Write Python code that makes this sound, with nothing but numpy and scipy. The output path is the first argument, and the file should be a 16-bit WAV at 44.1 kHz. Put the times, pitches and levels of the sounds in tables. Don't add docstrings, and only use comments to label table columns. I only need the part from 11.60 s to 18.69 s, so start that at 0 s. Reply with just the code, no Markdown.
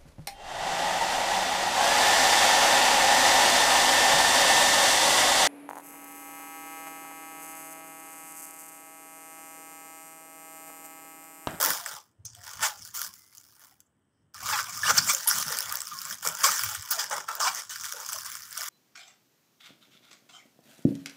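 import sys
import numpy as np
from scipy import signal
from scipy.io import wavfile
from scipy.ndimage import uniform_filter1d

SR = 44100
rng = np.random.default_rng(int(sys.argv[2]) if len(sys.argv) > 2 else 0)


def master(y):
    cut = np.clip(np.atleast_2d(y).T, -1, 1)
    pcm = np.round(cut * 32767)
    wavfile.write(sys.argv[1], SR, pcm.astype(np.int16))


def volts(x):
    e = np.asarray(x, float) / 20
    return 10 ** e


N = 312656
STEP = 32

# pitch_hz, level_db (per Hz)
KITCHEN_COLOUR = [(24, -64.5), (75, -15.5), (140, -13.5), (297, -15), (529, -24), (1900, -30.5),
                  (2380, -44), (3060, -31), (4130, -49), (7500, -47), (7900, -30.5), (8800, -37),
                  (12000, -65)]
KITCHEN_DB = -75

# pitch_hz, level_db
RUMBLE_COLOUR = [(90, -26), (150, -2.5), (260, -14.5), (420, -35)]
# pitch_hz, level_db
BUMP_COLOUR = [(25, -44), (65, -5), (108, 6), (165, -15)]
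# peak_s, rise_s (per 20 dB), fall_s (per 20 dB), level_db, bump_share_db
GRIP_SHIFTS = [(.1, .1, .15, -57, -8), (.34, .06, .05, -65, -6), (.605, .02, .25, -54, 1),
               (.8, .1, .15, -60, 0), (.97, .027, .12, -50, -1), (1.2, .07, .3, -62, -1),
               (1.45, .1, .2, -66, -6), (1.9, .9, .2, -78, 0), (2.66, .1, .08, -68, -3),
               (2.85, .11, .5, -54, -1), (3.19, .02, .3, -55, 3), (3.4, .3, .15, -44, -5),
               (3.76, .07, .2, -51, -10), (3.88, .04, .08, -50, -6), (4.11, .2, .15, -59, -1),
               (4.34, .1, .15, -62, -12), (4.51, .1, .1, -58, -6), (4.67, .06, .2, -55, -10),
               (4.9, .1, .2, -60, -6), (5.06, .07, .1, -48, .4), (5.2, .06, .05, -52, 3),
               (5.59, .4, .1, -64, -8), (5.93, .3, .1, -66, -8), (6.25, .3, .06, -65, -2),
               (6.55, .3, .8, -67, -2)]
STILL_HAND_DB = -85.5

# start_s, held_s, crackle_db, sag_db (while held), drumming_db (over crackle)
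TUGS = [(0, 0.095, -29.5, -3, -4), (.262, 0.11, -38.5, -6, -5.5), (.655, 0.13, -54, -5, -16),
        (.838, .035, -48.5, -2, -24), (1.028, 0.036, -26, -0.5, -5.5), (1.343, .113, -35, -1, -13.5),
        (1.53, .19, -51.5, -12, -15), (1.73, .39, -57, -6.5, -12.5), (2.2, .015, -67.5, -7.5, -13.5),
        (2.745, 0.046, -48.5, -2, -5.5), (3.231, 0.052, -35, 3.5, -16), (3.677, .14, -28, -3.5, -8),
        (4.626, .02, -38.5, 3.5, -7.5), (4.652, 0.097, -33, -11.5, -2), (4.841, .07, -19, -10.5, -5.5),
        (4.91, .25, -29, -7.5, -7), (5.29, .01, -41, -0.5, -7.5), (5.312, 0.055, -26, -11.5, -6.5),
        (5.512, 0.099, -33.5, -10, 1), (5.683, .1, -39.5, -6.5, -0.5), (5.799, 0.082, -30.5, 3.5, -3),
        (6.097, 0.12, -36.5, -7.5, -9), (6.26, 0.17, -43, 1.5, -6), (6.649, 0.22065, -38, -11.5, -7)]
TUG_RISE_S, LET_GO_S = 0.0086, 0.055
# peak_s, rise_s (per 20 dB), fall_s (per 20 dB), crackle_db, drumming_db (over crackle)
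STRETCHES = [(.12, .4, 0.1634, -29.5, -7.5), (0.883, -0.12, 0.41, -43.5, -4.5),
             (1.03, 0.0435, 0.06, -29, -1.5), (1.273, 0.24, 0.07, -44, -16.5),
             (2.025, 0.1, 0.15, -54.5, -6.5), (2.901, 0.1166, 0.23, -29.5, -2.5),
             (2.996, 0.15, 0.0356, -32, 3), (3.167, 0.2469, 2.3, -37, -9.5),
             (3.309, 0.0785, 0.02, -21.5, 2), (3.384, .065, 0.0339, -21.5, -4),
             (3.43, 0.15, -0.7, -34.5, -8), (3.498, 0.0568, 0.09, -22, -10), (3.927, 0.1645, 0.2, -32, -5),
             (4.143, .5, 0.15, -39, -3), (4.536, 0.37, 0.02, -36.5, -6), (4.829, 0.1, 0.2251, -29, -6.5),
             (5.25, 0.6, 0.5, -44, -5.5), (5.397, 0.03, 0.0848, -27, -6.5), (5.99, -0.17, .08, -33.5, -6.5),
             (6.254, 0.08, 0.08, -35.5, -8), (6.537, 0.2, 0.24, -35.5, -7), (6.986, .13, 1.5, -37, -5)]
REST_CRACKLE_DB, REST_SHEET_DB = -79.5, -90
STEEPER = 3.7
# time_s, fine_share_db (finest creases), slack_db (slack flaps over taut sheet)
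HANG = [(.08, -3, -2), (.3, -5.5, -5), (.63, -6, 1.5), (.7, -24, -3), (.78, -7, -6), (1.35, -4, -10),
        (2.3, -2, -4.5), (2.95, -7, -13), (4.2, -5, -8), (4.31, -4.5, -23), (4.7, -5.5, -5),
        (5.2, -4.5, -19.5), (5.5, -9, -1), (5.9, -8.5, -3), (6.1, -8.5, -17.5), (6.3, -5, -19.5),
        (6.37, -6.5, -5), (6.8, -4, -19.5)]

# pitch_hz, level_db
TAUT_COLOUR = [(850, -44), (960, -14), (1100, -4), (1420, 1), (1800, -5), (2400, -13), (3000, -43.5)]
# pitch_hz, level_db
SLACK_COLOUR = [(280, -29), (450, -14), (560, -9), (720, -6), (900, 0), (1000, -2), (1200, -25.5)]
# start_s, length_s, first_hz, last_hz, level_db
SINGING_PATCHES = [(0, 0.14, 1110, 945, -38), (0, .1, 1300, 1400, -38), (0, 0.16, 270, 330, -47.5),
                   (.085, .03, 202, 200, -44.5), (.2, .09, 693, 725, -51.5), (.3, 0.12, 875, 854, -51),
                   (.29, .07, 1300, 1340, -50), (1.06, 0.12, 853, 784, -46.5),
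                   (1.24, 0.035, 1500, 1480, -55), (1.27, 0.073, 1700, 1680, -62.5),
                   (1.36, .12, 1505, 996, -46), (1.47, 0.064, 1000, 1140, -59),
                   (1.72, .014, 2150, 2150, -60), (2.11, .035, 746, 744, -65.5),
                   (2.115, .018, 1940, 1950, -67), (2.74, 0.048, 1350, 1150, -48),
                   (2.82, 0.058, 760, 740, -46.5), (2.87, 0.098, 1267, 1200, -35.5),
                   (2.92, 0.042, 1760, 1650, -36), (2.925, .045, 2000, 1950, -37),
                   (2.93, 0.083, 1400, 1200, -35), (3.06, 0.076, 1080, 1180, -46),
                   (3.08, 0.026, 720, 720, -49), (3.15, 0.057, 1220, 1220, -44.5),
                   (3.485, 0.026, 2190, 2200, -31), (3.7, 0.042, 1500, 1690, -34),
                   (3.75, .04, 1400, 1280, -38), (3.895, 0.058, 500, 470, -48), (3.915, .04, 880, 865, -42),
                   (4.09, .09, 1255, 1096, -42), (4.13, 0.036, 904, 920, -44), (5.51, .05, 846, 800, -34.5),
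                   (5.52, .025, 1440, 1440, -36), (5.8, .09, 1246, 950, -32),
                   (5.82, 0.065, 1000, 1046, -33), (5.72, 0.065, 1320, 1330, -47),
                   (6.2, .1, 960, 900, -57.5), (6.33, .09, 520, 503, -53), (6.35, 0.12, 850, 950, -52),
                   (6.39, 0.073, 1250, 1200, -49)]
# start_s, length_s, first_hz, last_hz, level_db
PEELS = [(2.26, 0.018, 7500, 7200, -72), (.649, .03, 6300, 6000, -37), (.746, .01, 3250, 3250, -52),
         (.866, .014, 1700, 1700, -50), (2.5, .19, 5200, 5400, -88), (5.08, .1, 850, 820, -48),
         (5.33, .07, 750, 650, -44), (5.39, .04, 930, 930, -40), (6.53, .07, 650, 600, -53),
         (6.97, .09, 700, 650, -53), (4.85, .04, 580, 560, -42), (4.65, .04, 480, 480, -46),
         (2.75, .03, 5500, 5000, -48.5), (3.37, 0.018, 13000, 13000, -27), (3.47, 0.044, 7540, 7000, -29),
         (3.533, .006, 13000, 13000, -30), (3.69, 0.045, 5500, 5800, -30), (4.84, 0.046, 7500, 7500, -25.5),
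         (5.035, 0.018, 14500, 14500, -29), (5.305, 0.013, 10000, 10000, -28.5),
         (5.305, .03, 15000, 15000, -24)]
PATCH_WIDTH, PEEL_WIDTH = .11, .18

# start_s, length_s, first_hz, last_hz, level_db
SLIPS = [(.76, .09, 715, 705, -58), (1.546, 0.19, 2075, 2070, -67.5), (3.232, 0.015, 1663, 1712, -21.5),
         (3.378, .014, 7200, 3890, -12.5), (3.53, 0.057, 586, 512, -48.5), (3.659, 0.028, 872, 944, -36.5),
         (3.697, 0.0202, 4990, 5950, -29), (4.313, 0.028, 1294, 1164, -36.5),
         (4.34, 0.056, 1095, 1077, -44.5), (4.837, 0.023, 1253, 990, -18), (4.888, 0.013, 1215, 1340, -22),
         (5.237, 0.073, 1017, 970, -51), (5.68, 0.05, 1344, 1308, -31)]
# start_s, length_s, first_hz, last_hz, level_db
RASPS = [
    (1.03, 0.033, 882, 845, -33),
    (2.923, 0.041, 926, 798, -30.5),
    (3.263, 0.022, 2810, 3000, -28.5),
    (3.493, 0.024, 1055, 1215, -27),
    (5.87, 0.0263, 732, 789, -29),
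    (6.099, 0.066, 1500, 1500, -46),
]
SLIP_BUZZ, RASP_BUZZ = 0.086, 0.72
# time_s, pitch_hz, level_db
SQUEAL = [
    (3.672, 11200, -12),
    (3.678, 10840, -22),
    (3.678, 8100, -10),
    (3.682, 10790, -32),
    (3.687, 11500, -13.5),
    (3.693, 10400, -22),
    (3.7, 11050, -23),
]

# pitch_hz, level_db (per Hz)
CREASE_COLOUR = [(1500, -42), (2200, -18.5), (3030, -5), (4110, -10), (4700, -0.5), (5500, 3), (8400, -2),
                 (9700, -10), (12400, -54.5)]
# pitch_hz, level_db
FINE_COLOUR = [(7000, -26), (8600, -3.5), (11000, -3), (13000, -4.5), (15300, 0.5), (16500, -12)]
HARD_DB, DULLING = -30.5, 0.43
# time_s, peak_db, thump_db (of the sheet)
WIDE = [(.1348, -17.5, -22), (1.539, -29.5, -25), (1.727, -46.5, -9), (2.7444, -32, -29.5),
        (3.005, -17.5, -7.5), (3.0944, -31, -31), (3.7119, -10.5, -5.5), (3.814, -17, -32),
        (3.8262, -14.5, -8.5), (3.8817, -17, -12), (3.9252, -14.5, -11), (4.006, -15, -33),
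        (4.0949, -19.5, -17), (4.1714, -18.5, -48), (4.2712, -23, -15), (4.3885, -22, -39),
        (4.5094, -21, -5.5), (4.9932, -14, -8), (5.4417, -18, -7.5), (5.5093, -36, -7.5), (5.567, -20, -20),
        (5.5819, -25, -1), (5.6872, -24, 1.5), (6.159, -22.5, -4.5), (6.243, -24, -4.5), (6.3236, -19, -8),
        (6.5861, -21, -20), (6.6621, -24, -15.5), (6.977, -19, -23.5), (7.0176, -19.5, -11)]
# time_s, peak_db, thump_db (of the sheet)
MIDDLING = [(.2615, -17.5, -4.5), (.653, -23, -36), (.7506, -32.5, -19), (1.251, -30, -18),
            (1.3935, -20, -23), (1.464, -32, -4.5), (1.7817, -33, -34), (2.047, -39.5, -11),
            (2.2044, -38, -24.5), (2.8599, -18.5, -21.5), (3.1324, -28, -30), (3.5486, -7, -34),
            (3.785, -11, -29.5), (3.9705, -17, -28), (3.9877, -9.5, -34), (4.2177, -18, -16),
            (4.4523, -18, -14), (4.6518, -18, -20), (4.6742, -10, -20), (4.6875, -11, -23),
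            (4.751, -18.5, -17), (5.0967, -18.5, -30.5), (5.1509, -18, -8), (5.224, -25, -29),
            (5.9481, -18, -12), (6.2109, -22, -15), (6.2547, -21, -15), (6.4896, -18.5, -15),
            (6.5315, -16, -16), (6.7532, -19, -13.5)]
# time_s, peak_db, thump_db (of the sheet)
NARROW = [(.0127, -10, -19), (.0278, -6.5, -14), (.049, -8, -26), (.0604, -8.5, -13), (.105, -9.5, -7),
          (1.366, -19, -24), (1.4168, -13.5, -14.5), (1.7504, -35, -33), (3.5365, -26.5, -12),
          (3.6444, -41, -42), (4.1246, -13.5, -15), (4.1554, -13.5, -28), (4.417, -19, -34),
          (4.6638, -15, -5.5), (5.0357, -13, -8.5), (5.3099, -15, -34), (5.7528, -20, -22.5),
          (6.928, -24, -33)]
WIDE_HZ, MIDDLING_HZ, NARROW_HZ = 5250, 7800, 15000
SIZE_SPREAD = 0.093
# time_s, peak_db
LESSER = [(.365, -38), (1.772, -40), (1.813, -40.5), (3.0418, -23.5), (4.205, -17.5), (4.5435, -24),
          (5.2886, -26.5), (5.499, -22), (6.4021, -25), (6.464, -21), (6.8212, -26.5), (6.9098, -29),
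          (7.034, -19.5)]
LESSER_HZ, LESSER_THUMP_DB = 6500, -30.5
# time_s, peak_db
TICKS = [(0.0188, -14.0), (0.04, -6.0), (0.1692, -23.0), (0.5144, -57.0), (0.9369, -28.0), (1.2619, -31.0),
         (1.4643, -24.0), (1.7734, -33.0), (2.2042, -36.0), (2.8321, -23.0), (2.948, -20.0),
         (3.0948, -22.0), (3.1489, -25.0), (3.4464, -22.0), (3.5366, -16.0), (3.5855, -21.0),
         (3.6443, -22.0), (3.7564, -19.0), (3.7724, -17.0), (3.783, -15.0), (3.7876, -14.0),
         (3.8001, -17.0), (3.8288, -18.0), (3.8648, -21.0), (3.9818, -20.0), (4.0192, -21.0),
         (4.027, -19.0), (4.0933, -22.0), (4.1427, -22.0), (4.279, -24.0), (4.2867, -25.0), (4.3434, -29.0),
         (4.5534, -29.0), (4.6742, -9.0), (4.7168, -25.0), (4.8297, -22.0), (4.8344, -15.0), (4.838, -12.0),
         (4.8637, -8.0), (4.9139, -15.0), (5.0358, -14.0), (5.224, -21.0), (5.7671, -26.0), (6.2433, -21.0),
         (6.2492, -25.0), (6.2872, -27.0), (6.499, -24.0), (6.5268, -23.0), (6.6092, -23.0),
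         (6.6485, -26.0), (6.7241, -24.0), (6.7325, -30.0), (6.7628, -27.0), (6.7816, -32.0),
         (6.8536, -31.0), (6.8868, -36.0), (6.9073, -32.0), (6.9756, -17.0), (7.0733, -24.0),
         (7.0853, -19.0)]
TICK_HZ, TICK_THUMP_DB = 9500, -26


def noise(n):
    return rng.standard_normal(n)


def evened(x):
    return x / np.sqrt(np.mean(x ** 2) + 1e-20)


def wander(n, samples):
    return evened(uniform_filter1d(noise(n), samples))


def steadied(x, seconds):
    power = abs(uniform_filter1d(x ** 2, int(seconds * SR)))
    return x / np.sqrt(power + 1e-9)


def curves(rows, t):
    s, *columns = np.transpose(rows)
    return [np.interp(t, s, column) for column in columns]


def colour(x, points, size=4096):
    f, db = np.transpose(points)
    hz = abs(np.fft.fftfreq(size, 1 / SR))
    gain_db = np.interp(np.log(hz + 1), np.log(f + 1), db, left=-90, right=-90)
    log_gain = np.log(volts(gain_db))
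    phase = -signal.hilbert(log_gain).imag
    taps = np.fft.ifft(np.exp(log_gain + 1j * phase)).real[:size // 2]
    return signal.oaconvolve(x, taps / np.linalg.norm(taps))[:len(x)]


def resonate(x, hz, width):
    turn = np.exp(2j * np.pi * np.cumsum(hz * np.ones(len(x))) / SR)
    r = np.exp(-np.pi * width / SR)
    smooth = signal.lfilter([1 - r], [1, -r], x / turn)
    return 2 * (turn * smooth).real


def patchy(x, patch_db, size=256):
    overlap = size * 3 // 4
    z = signal.stft(x, nperseg=size, noverlap=overlap)[2]
    field = noise(z.shape)
    field = uniform_filter1d(uniform_filter1d(field, 5, axis=0), 16, axis=1)
    z = z * volts(patch_db * evened(field))
    return signal.istft(z, nperseg=size, noverlap=overlap)[1][:len(x)]


def clicks(n, per_s, spread_db):
    draw = rng.random((n, 3))
    size = volts(spread_db * np.minimum(-np.log(draw[:, 0] + 1e-9), 3))
    happens = draw[:, 2] < per_s / SR
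    return size * np.sign(draw[:, 1] - .5) * happens


def add(mix, s, sound):
    part = mix[round(s * SR):][:len(sound)]
    part += sound[:len(part)]


def slow_times():
    return np.arange(0, N + STEP, STEP) / SR


def swell(t, s, rise_s, fall_s, held_s=0, sag_db=0):
    early = np.minimum(t - s, 0) / abs(rise_s)
    climb_db = 20 * (early + STEEPER * np.minimum(early + 1, 0))
    held_db = sag_db * np.clip(t - s, 0, held_s) / (held_s + 1e-9)
    fall_db = 20 * np.maximum(t - s - held_s, 0) / abs(fall_s)
    return climb_db + held_db - fall_db


def summed(shapes, rest_db):
    power = sum(volts(2 * shape) for shape in shapes) + volts(2 * rest_db)
    power_db = 10 * np.log10(power)
    return np.interp(np.arange(N), np.arange(len(power_db)) * STEP, power_db)


def kitchen():
    return volts(KITCHEN_DB) * colour(noise(N), KITCHEN_COLOUR)


def grip():
    t = slow_times()
    moves = [(db + swell(t, s, rise, fall), share) for s, rise, fall, db, share in GRIP_SHIFTS]
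    level_db = summed([move for move, _ in moves], STILL_HAND_DB)
    deep_db = summed([move + share for move, share in moves], STILL_HAND_DB)
    deep = np.clip(volts(deep_db - level_db), 0, .99)
    rub = volts(3.2 * wander(N, 1300)) * noise(N)
    rumble = steadied(colour(rub, RUMBLE_COLOUR), .1)
    bumps = steadied(colour(rub, BUMP_COLOUR), .1)
    return volts(level_db + 3) * (np.sqrt(1 - deep ** 2) * rumble + deep * bumps)


def room(x):
    wall_t60, bowl_t60, bowl_db = 0.24, 0.037, 1.5
    at = np.arange(40, SR // 2, 20)
    at += rng.integers(0, 20, len(at))
    walls = volts(-60 * at / SR / wall_t60)
    bowl = volts(bowl_db - 60 * at / SR / bowl_t60)
    taps = np.zeros(SR)
    taps[at] = rng.choice([-1., 1.], len(at)) * (walls + bowl)
    taps = signal.lfilter([1], [1, -.3], taps)
    return signal.oaconvolve(x, taps / np.linalg.norm(taps))[:N]


def handling():
    t = slow_times()
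    moves = [(db + swell(t, s, TUG_RISE_S, LET_GO_S, held, sag), drum) for s, held, db, sag, drum in TUGS]
    moves += [(db + swell(t, s, rise, fall), drum) for s, rise, fall, db, drum in STRETCHES]
    crackle_db = summed([move for move, _ in moves], REST_CRACKLE_DB)
    sheet_db = summed([move + drum for move, drum in moves], REST_SHEET_DB)
    return crackle_db, sheet_db


def sheet(drive):
    level_db = handling()[1]
    slack_db = curves(HANG, np.arange(N) / SR)[1]
    shake = patchy(drive + .6 * noise(N), 3.2, size=512)
    taut = steadied(colour(shake, TAUT_COLOUR), 0.038)
    slack = steadied(colour(shake, SLACK_COLOUR), 0.087)
    return volts(level_db) * (taut + volts(slack_db) * slack)


def sing(seconds, hz, last_hz, db, width):
    t = np.linspace(0, 1, int(seconds * SR))
    pitch = hz + (last_hz - hz) * t
    tone = resonate(noise(len(t)), pitch, width * hz)
    tone = resonate(tone, pitch, width * hz)
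    fade = np.sin(np.pi * t ** .7) ** 1.2
    return volts(db) * steadied(evened(tone), .06) * fade


def squeak(rows, buzz=0, rough=0.059):
    t = np.arange(rows[0][0], rows[-1][0], 1 / SR)
    hz, db = curves(rows, t)
    jitter = wander(len(t), 30)
    turn = 2 * np.pi * np.cumsum(hz * (1 + rough * jitter)) / SR
    tone = np.cos(turn)
    for k in range(2, 8):
        tone += buzz ** (k - 1) * np.cos(k * turn) * (k * hz < SR / 4)
    return volts(db) * np.sqrt(2) * tone * signal.windows.tukey(len(t), .3)


def slip(seconds, hz, last_hz, db, buzz):
    start = (0, hz, db - 0.5)
    peak = (0.33 * seconds, (hz + last_hz) / 2, db)
    end = (seconds, last_hz, db - 7.5)
    return squeak([start, peak, end], buzz, rough=0.037)


def snap(peak_db, hz, thump_db):
    seconds = 0.0006
    t = np.arange(2000) / SR
    drive = noise(len(t)) * t / seconds * np.exp(-t / seconds * 1.43)
    drive += clicks(len(t), 1600, 1.7) * volts(-18 - 1300 * t)
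    ring = resonate(resonate(drive, hz, 0.19 * hz), hz, 0.19 * hz)
    crack = colour(drive + 2.3 * ring, CREASE_COLOUR[:-2] + FINE_COLOUR[1:])
    thump = colour(drive, TAUT_COLOUR)
    return volts(peak_db) * (crack / abs(crack).max() + volts(thump_db) * thump / abs(thump).max())


def add_snap(film, s, peak_db, hz, thump_db):
    add(film, s - .0005, snap(peak_db, hz, thump_db))


def creases():
    calm_db, count = -31.5, 8
    clumps = volts(2.8 * wander(N, 90))
    train = clicks(N, 1100, 5) * clumps
    patch = rng.integers(0, count, N)
    out = np.zeros(N)
    for k, hz in enumerate(np.geomspace(1200, 15000, count)):
        mine = train * (patch == k)
        ring = evened(resonate(mine, hz, 0.15 * hz))
        out += mine + 0.32 * ring * np.std(mine)
    rush = volts(0.95 * (handling()[0] - calm_db))
    rustle = (.09 + .12 * clumps + rush) * noise(N)
    return steadied(patchy(steadied(out, 0.028) + rustle, 2.8), .05)


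def crackle(drive):
    level_db, sheet_db = handling()
    fine_db = curves(HANG, np.arange(N) / SR)[0]
    dulling_db = DULLING * np.maximum(level_db - HARD_DB, 0)
    fine = np.clip(volts(fine_db - dulling_db), 0, .97)
    both = np.sqrt(1 - fine ** 2) * evened(colour(drive, CREASE_COLOUR[3:]))
    both += fine * evened(colour(drive, FINE_COLOUR))
    low_db = 0.48 * (sheet_db - level_db) - 8.5
    both += volts(low_db) * evened(colour(drive, CREASE_COLOUR[:4]))
    silencing_db = 2 * np.minimum(level_db + 72, 0)
    return volts(level_db + silencing_db) * both


def scene():
    drive = creases()
    film = crackle(drive) + sheet(drive)
    for rows, hz in (WIDE, WIDE_HZ), (MIDDLING, MIDDLING_HZ), (NARROW, NARROW_HZ):
        for s, db, thump_db in rows:
            add_snap(film, s, db, hz * (1 + SIZE_SPREAD * rng.standard_normal()), thump_db)
    for s, db in LESSER:
        add_snap(film, s, db, LESSER_HZ * (1 + 2 * SIZE_SPREAD * rng.standard_normal()), LESSER_THUMP_DB)
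    for s, db in TICKS:
        add_snap(film, s, db - 2.5, TICK_HZ * (1 + 3 * SIZE_SPREAD * rng.uniform(-1, 1)), TICK_THUMP_DB)
    for rows, buzz in (SLIPS, SLIP_BUZZ), (RASPS, RASP_BUZZ):
        for s, *shape in rows:
            add(film, s, slip(*shape, buzz))
    add(film, SQUEAL[0][0], squeak(SQUEAL))
    for rows, width in (SINGING_PATCHES, PATCH_WIDTH), (PEELS, PEEL_WIDTH):
        for s, *shape in rows:
            add(film, s, sing(*shape, width))
    mix = volts(-1) * film + volts(-13) * room(film) + grip() + kitchen()
    return mix[None]


def low_pass(x):
    return signal.sosfilt(signal.butter(12, 16810, fs=SR, output="sos"), x)


def record(dry):
    limited = .7 * np.tanh(dry / .7)
    edge = signal.firwin(511, 15750, window=("kaiser", 9), fs=SR)
    mix = signal.oaconvolve(limited, edge[None], "same")
    return low_pass(mix)


dry = scene()
out = record(dry)
master(out)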